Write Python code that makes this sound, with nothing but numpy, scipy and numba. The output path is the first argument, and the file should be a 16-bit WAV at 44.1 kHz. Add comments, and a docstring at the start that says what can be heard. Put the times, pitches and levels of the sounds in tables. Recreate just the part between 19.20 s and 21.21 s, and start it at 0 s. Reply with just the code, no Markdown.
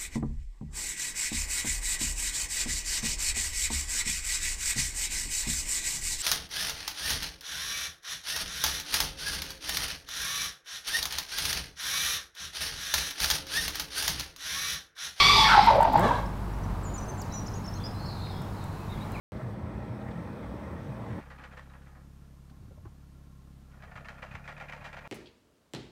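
"""A six-cylinder diesel pickup idles on a driveway, heard from a phone a few metres off its flank.
Firings drone as steady tones and knock as noise bursts ringing the block; thuds come irregularly.
Coloured noise makes the roar of fan and gas and a faint hiss; sliding tones make a wandering low boom.
Valve gear clatters in noise bursts, loose metal rings, and an electric motor close by (perhaps
a compressor) buzzes as many multiples of one low pitch. The sound starts after a short silence."""
import sys
import numpy as np
from scipy import signal
from scipy.fft import rfft, irfft
from scipy.io import wavfile
from scipy.ndimage import uniform_filter1d
from numba import njit

SR = 44100
rng = np.random.default_rng(int(sys.argv[2]) if len(sys.argv) > 2 else 0)


def volts_from_decibels(level):
    """Turn decibel levels (scalar or array-like) into linear amplitude factors."""
    exponent = np.asarray(level, float) / 20
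    return 10 ** exponent


def persist_wave(psi):
    """Save psi, clipped to +-1, as 16-bit WAV."""
    counts = np.round(np.clip(psi, -1, 1) * 32767).astype(np.int16)
    wavfile.write(sys.argv[1], SR, np.atleast_2d(counts).T)


N = 88464  # samples, about 2 s
FIRING_HZ = 41.946  # firings per second, all cylinders together


def level(x, db):
    """Scale a sound to an rms level in dB."""
    return x * volts_from_decibels(db) / np.sqrt(np.mean(x ** 2))


def curve(table):
    """Read a table of (time, level) at every sample, with straight lines between its points."""
    table = np.array(table, float)
    return np.interp(np.arange(N) / SR, table[:, 0], table[:, 1])


def on_log_hz(table, hz):
    """Read a table of (Hz, dB) at the given pitches, with straight lines over log pitch."""
    table = np.array(table, float)
    return np.interp(np.log(hz), np.log(table[:, 0]), table[:, 1])


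def walk(rate):
    """Smooth random wandering around 0: a new value every 1 / rate seconds, spread about 0.7."""
    hold = int(SR / rate)
    steps = np.repeat(rng.standard_normal(N // hold + 1), hold)
    smooth = uniform_filter1d(uniform_filter1d(steps, hold), hold)
    return 0.93 * smooth[:N]


@njit
def svf(x, hz, width):
    """A resonance: a state-variable band-pass filter with gain 1 at its centre; hz and width in Hz."""
    y, band, low = np.empty(len(x)), 0., 0.
    g, damping = np.tan(np.pi * hz / SR), width / hz
    for i in range(len(x)):
        v = (band + g * (x[i] - low)) / (1 + g * (g + damping))
        band, low, y[i] = 2 * v - band, low + 2 * g * v, damping * v
    return y


def tones(base_hz, orders, waver_db):
    """Steady multiples of a rotation, each wavering a little in level on its own."""
    turn = 2 * np.pi * base_hz * np.arange(N) / SR
    out = 0
    for multiple, db in orders:
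        strength = 2 ** .5 * volts_from_decibels(db + waver_db * walk(7.58))  # a sine peaks at root 2 times its rms
        out = out + strength * np.sin(multiple * turn + 2 * np.pi * rng.random())
    return out


def turbulence(colour, flicker_db, per_s):
    """Rushing air: coloured noise in bands 1/8 octave apart that flicker on their own; rms 1."""
    hz = np.maximum(np.arange(N // 2 + 1) * SR / N, 1)
    noise = rfft(rng.standard_normal(N)) * volts_from_decibels(on_log_hz(colour, hz))
    out = 0
    for octave in np.arange(3.5, 14.4, 1 / 8):
        share = np.clip(1 - 8 * abs(np.log2(hz) - octave), 0, 1)  # overlapping triangular bands
        out = out + volts_from_decibels(flicker_db * walk(per_s)) * irfft(noise * share, N)
    return level(out, 0)


def hiss():
    """A faint airy hiss: high coloured noise that swells and sinks."""
    # colour of the hiss, relative: f/Hz, level/dB per Hz
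    hiss_colour = [(2000, 1), (5500, 1.5), (7300, -5), (8300, 1.5), (9700, -0.5), (10400, -6.5),
                   (12000, -2.5), (14000, -2.5), (15700, -4)]
    # how the hiss swells and sinks: t/s, level/dB rms
    breath = [(0.14, -69.5), (0.164, -71.5), (0.23, -68), (0.252, -71.5), (0.308, -67), (0.368, -76),
              (1.016, -71), (1.97, -70)]
    return volts_from_decibels(curve(breath)) * turbulence(hiss_colour, flicker_db=0.58, per_s=8.5)


def motor():
    """An electric motor: a low hum and a thin buzz, all multiples of one pitch, of uneven strength."""
    motor_hz = 59.028  # just under mains pitch
    # hum, before it wavers: multiple of motor_hz, level/dB rms
    hum = [(1, -55.5), (2, -52.5), (3, -53), (4, -57.5), (5, -55.5), (6, -64.5), (8, -59), (9, -60.5)]
    # outline of the housing's buzz, before scatter and wavering: f/Hz, level/dB rms
    buzz_outline = [(1200, -82), (2500, -96), (5000, -107), (7300, -107), (7650, -100), (7850, -92),
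                    (8100, -100), (8330, -94), (8560, -107), (8800, -98), (9200, -103), (9650, -97),
                    (10200, -108), (13000, -108), (15500, -111)]
    scatter_db = 2.5
    multiples = np.arange(20, 264)
    buzz_db = on_log_hz(buzz_outline, multiples * motor_hz)
    buzz_db = buzz_db + scatter_db * rng.standard_normal(len(multiples))
    return tones(motor_hz, hum, 2.2) + tones(motor_hz, zip(multiples, buzz_db), 1.4)


def rings():
    """Loose metal parts ring briefly: a close pair of tones each, with a fast onset and a dying tail."""
    # each ring: start t/s, f/Hz, level/dB of its main tone (scale of the envelope), time to fall 60 dB/s
    ring_table = [(.2, 5800, -74, .15), (.858, 1780, -50, .05), (.87, 2110, -53, .1),
                  (1.16, 2500, -56, .07), (1.228, 2130, -51, .09), (1.229, 3400, -59, .08),
                  (1.234, 1880, -52, .05), (1.562, 1870, -46, .11), (1.598, 2010, -52, .05),
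                  (1.685, 1720, -51, .07), (1.779, 1750, -57, .1)]
    pair_ratio = 1.02  # pitch of the weaker partner over the main tone
    t, out = np.arange(N) / SR, 0
    for at, hz, db, t60 in ring_table:
        since = np.maximum(t - at, 0)
        shape = (1 - np.exp(-since / 0.0025)) * np.exp(-np.log(1000) * since / t60)
        main = np.sin(2 * np.pi * hz * since)
        partner = 0.24 * np.sin(2 * np.pi * pair_ratio * hz * since)
        out = out + volts_from_decibels(db) * shape * (main + partner)
    return out


def clatters():
    """Valve gear rattles up for a moment: short swells of noise, each in one band."""
    # each clatter: middle t/s, peak level/dB rms, centre f/Hz
    clatter_table = [(.172, -62, 3400), (.216, -53, 1400), (.55, -55, 1500), (.817, -63, 3400),
                     (.888, -51, 1800), (.915, -62, 3300), (1.424, -53, 1500), (1.909, -53, 1700),
                     (1.932, -52, 1700)]
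    length_s, relative_width = .008, .5  # time from the peak down to 1/e; band width over centre
    t, out = np.arange(N) / SR, 0
    for at, db, hz in clatter_table:
        width = relative_width * hz
        rattle = svf(svf(rng.standard_normal(N), 1. * hz, width), 1. * hz, width)
        out = out + level(rattle, db) * np.exp(-((t - at) / length_s) ** 2)
    return out


def boom():
    """Low sliding tones that swell and fade under the drone."""
    # each swell: centre t/s, length/s (between its 1/e points), f/Hz at the centre, slide/Hz per s,
    # level/dB rms of the tone at its peak
    swells = [(.14, 0.078, 110, 0, -43), (.25, 0.1, 124.5, -350, -36), (0.339, 0.093, 116, 252, -39.5),
              (0.446, .06, 84.4, 2, -38.5), (0.437, .06, 127, -300, -44), (0.554, 0.057, 59, 0, -38),
              (0.617, .07, 61, 100, -42), (0.578, 0.089, 95.5, -60, -46.5), (.705, 0.054, 107, 500, -38),
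              (.95, 0.1, 169.7, 81, -41.5), (0.991, .14, 90.6, 102, -46), (1.263, 0.11, 103, 60, -45),
              (1.294, 0.1, 60, -11, -40.5), (1.451, 0.17, 80, 98, -51), (1.519, 0.052, 72.5, 200, -44),
              (1.649, 0.029, 97, 300, -41), (1.701, 0.062, 134.5, -600, -37.5),
              (1.758, 0.037, 116.5, 0, -40.5), (1.815, 0.078, 115, -300, -38), (1.915, 0.053, 114, 0, -40),
              (1.949, 0.074, 89, -400, -41), (1.95, 0.11, 172, 2, -44.5)]
    t, out = np.arange(N) / SR, 0
    for at, length, hz, slide, db in swells:
        d = t - at
        turn = 2 * np.pi * (hz * d + slide * d ** 2 / 2 + rng.random())
        out = out + 2 ** .5 * volts_from_decibels(db) * np.exp(-(2 * d / length) ** 2) * np.sin(turn)
    return out


def roar():
    """Fan, intake and exhaust gas: coloured noise with flickering bands."""
    # colour of the roar, relative: f/Hz, level/dB per Hz
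    roar_colour = [(15, -27), (40, -8), (87, -0.5), (140, -4), (200, -6), (260, -8.5), (370, -12),
                   (400, -12.5), (476, -11.5), (624, -12.5), (714, -17.5), (936, -16), (1600, -24.5),
                   (1890, -26), (2500, -32), (2840, -37.5), (3430, -36.5), (4870, -45), (5570, -44.5),
                   (7300, -51), (16000, -63)]
    rms_db = -42  # before the engine load sways it
    return volts_from_decibels(rms_db) * turbulence(roar_colour, flicker_db=2.5, per_s=14.01)


def drone():
    """The exhaust drones on steady multiples of the firing rate."""
    # tones, before they waver: multiple of the firing rate, level/dB rms
    exhaust = [(3, -53.5), (4, -54.5), (5, -47), (6, -60), (7, -64.5), (8, -62), (9, -61.5), (11, -66.5),
               (15, -68.5)]
    return tones(FIRING_HZ, exhaust, waver_db=-3)  # the wander goes both ways, so the sign is free


def thuds():
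    """Hard knocks thud out of the drone at irregular moments; each is a push of about one cycle."""
    # each thud: middle t/s, peak level/dB of its envelope, f/Hz
    thud_table = [(.173, -35, 240), (.389, -35, 240), (.509, -36, 290), (.58, -34, 200), (1.003, -35, 250),
                  (1.103, -35, 240), (1.198, -33, 230), (1.343, -30, 280), (1.514, -33, 260),
                  (1.532, -34, 300), (1.961, -35, 230), (1.986, -32, 250)]
    thud_cycles = .7  # cycles from the peak of the envelope down to 1/e
    t, out = np.arange(N) / SR, 0
    for (at, db, hz), turn in zip(thud_table, rng.random((len(thud_table), 1))):
        cycles = (t - at) * hz
        out = out + volts_from_decibels(db) * np.exp(-(cycles / thud_cycles) ** 2) * np.sin(2 * np.pi * (cycles + turn))
    return out


def knock():
    """Each firing is a short burst that rings the block; cylinders differ, modes swell on their own."""
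    # strength of each cylinder's knock in firing order, relative: level/dB
    cylinder_db = [0, -1, -1.5, -.5, -1, 0]
    # modes of the engine block, before the load sways them: f/Hz, width/Hz, level/dB rms
    block = [(550.7, 46, -59), (630.4, 40, -58.5), (804.6, 53, -58.5), (908, 37, -61.5), (1077, 143, -61),
             (1328, 37, -65.5), (1507, 27, -78), (1720, 62, -68), (1878, 54, -66), (2056, 46, -69.5),
             (2490, 100, -74), (3440, 180, -83.5), (3780, 250, -87), (5530, 260, -88)]
    firing_s, knock_s = .142, 0.013  # one firing of the first cylinder; decay of a burst to 1/e
    scatter_db, mode_wander_db = 1.5, 2.8  # spread between firings; scale of each mode's wander
    cycles = (np.arange(N) / SR - firing_s) * FIRING_HZ + 12  # 12 spare firings keep the count positive
    n = cycles.astype(int)
    db = np.array(cylinder_db)[n % 6] + scatter_db * rng.standard_normal(n[-1] + 1)[n]
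    since_firing = (cycles % 1) / FIRING_HZ
    burst = volts_from_decibels(db) * np.exp(-since_firing / knock_s)
    out = 0
    for hz, width, mode_db in block:
        shake = burst * volts_from_decibels(mode_wander_db * walk(17.78)) * rng.standard_normal(N)
        ringing = svf(svf(shake, 1. * hz, 2. * width), 1. * hz, 1. * width)
        out = out + level(ringing, mode_db)
    return out


def engine():
    """The engine load sways knock and roar together."""
    # engine load, of which only the swing around its mean counts: t/s, level/dB
    load_table = [(0.14, -49), (0.338, -50), (1.05, -49), (1.758, -49.5), (1.98, -48)]
    load = curve(load_table)
    return volts_from_decibels(load - load.mean()) * (knock() + roar())


def scene():
    """Truck and electric motor together, in one channel."""
    background = hiss() + motor()
    truck = rings() + clatters() + boom() + drone() + thuds() + engine()
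    return (background + truck)[None]


def band_limit(x):
    """A steep low-pass at the top of the band."""
    return signal.sosfilt(signal.butter(12, 16300, fs=SR, output="sos"), x)


def record(dry):
    """The microphone cuts deep bass and the very top, and opens abruptly after a silence."""
    mic_cut_hz, top_hz, start_s = 42, 15750, .1204
    heard = signal.sosfilt(signal.butter(3, mic_cut_hz, "high", fs=SR, output="sos"), dry)
    # steep low-pass: order 10, 0.2 dB ripple, 40 dB down above the top
    heard = signal.sosfilt(signal.ellip(10, .2, 40, top_hz, fs=SR, output="sos"), heard)
    opened = np.arange(N) >= start_s * SR
    return band_limit(heard * opened)


dry = scene()
out = record(dry)
persist_wave(out)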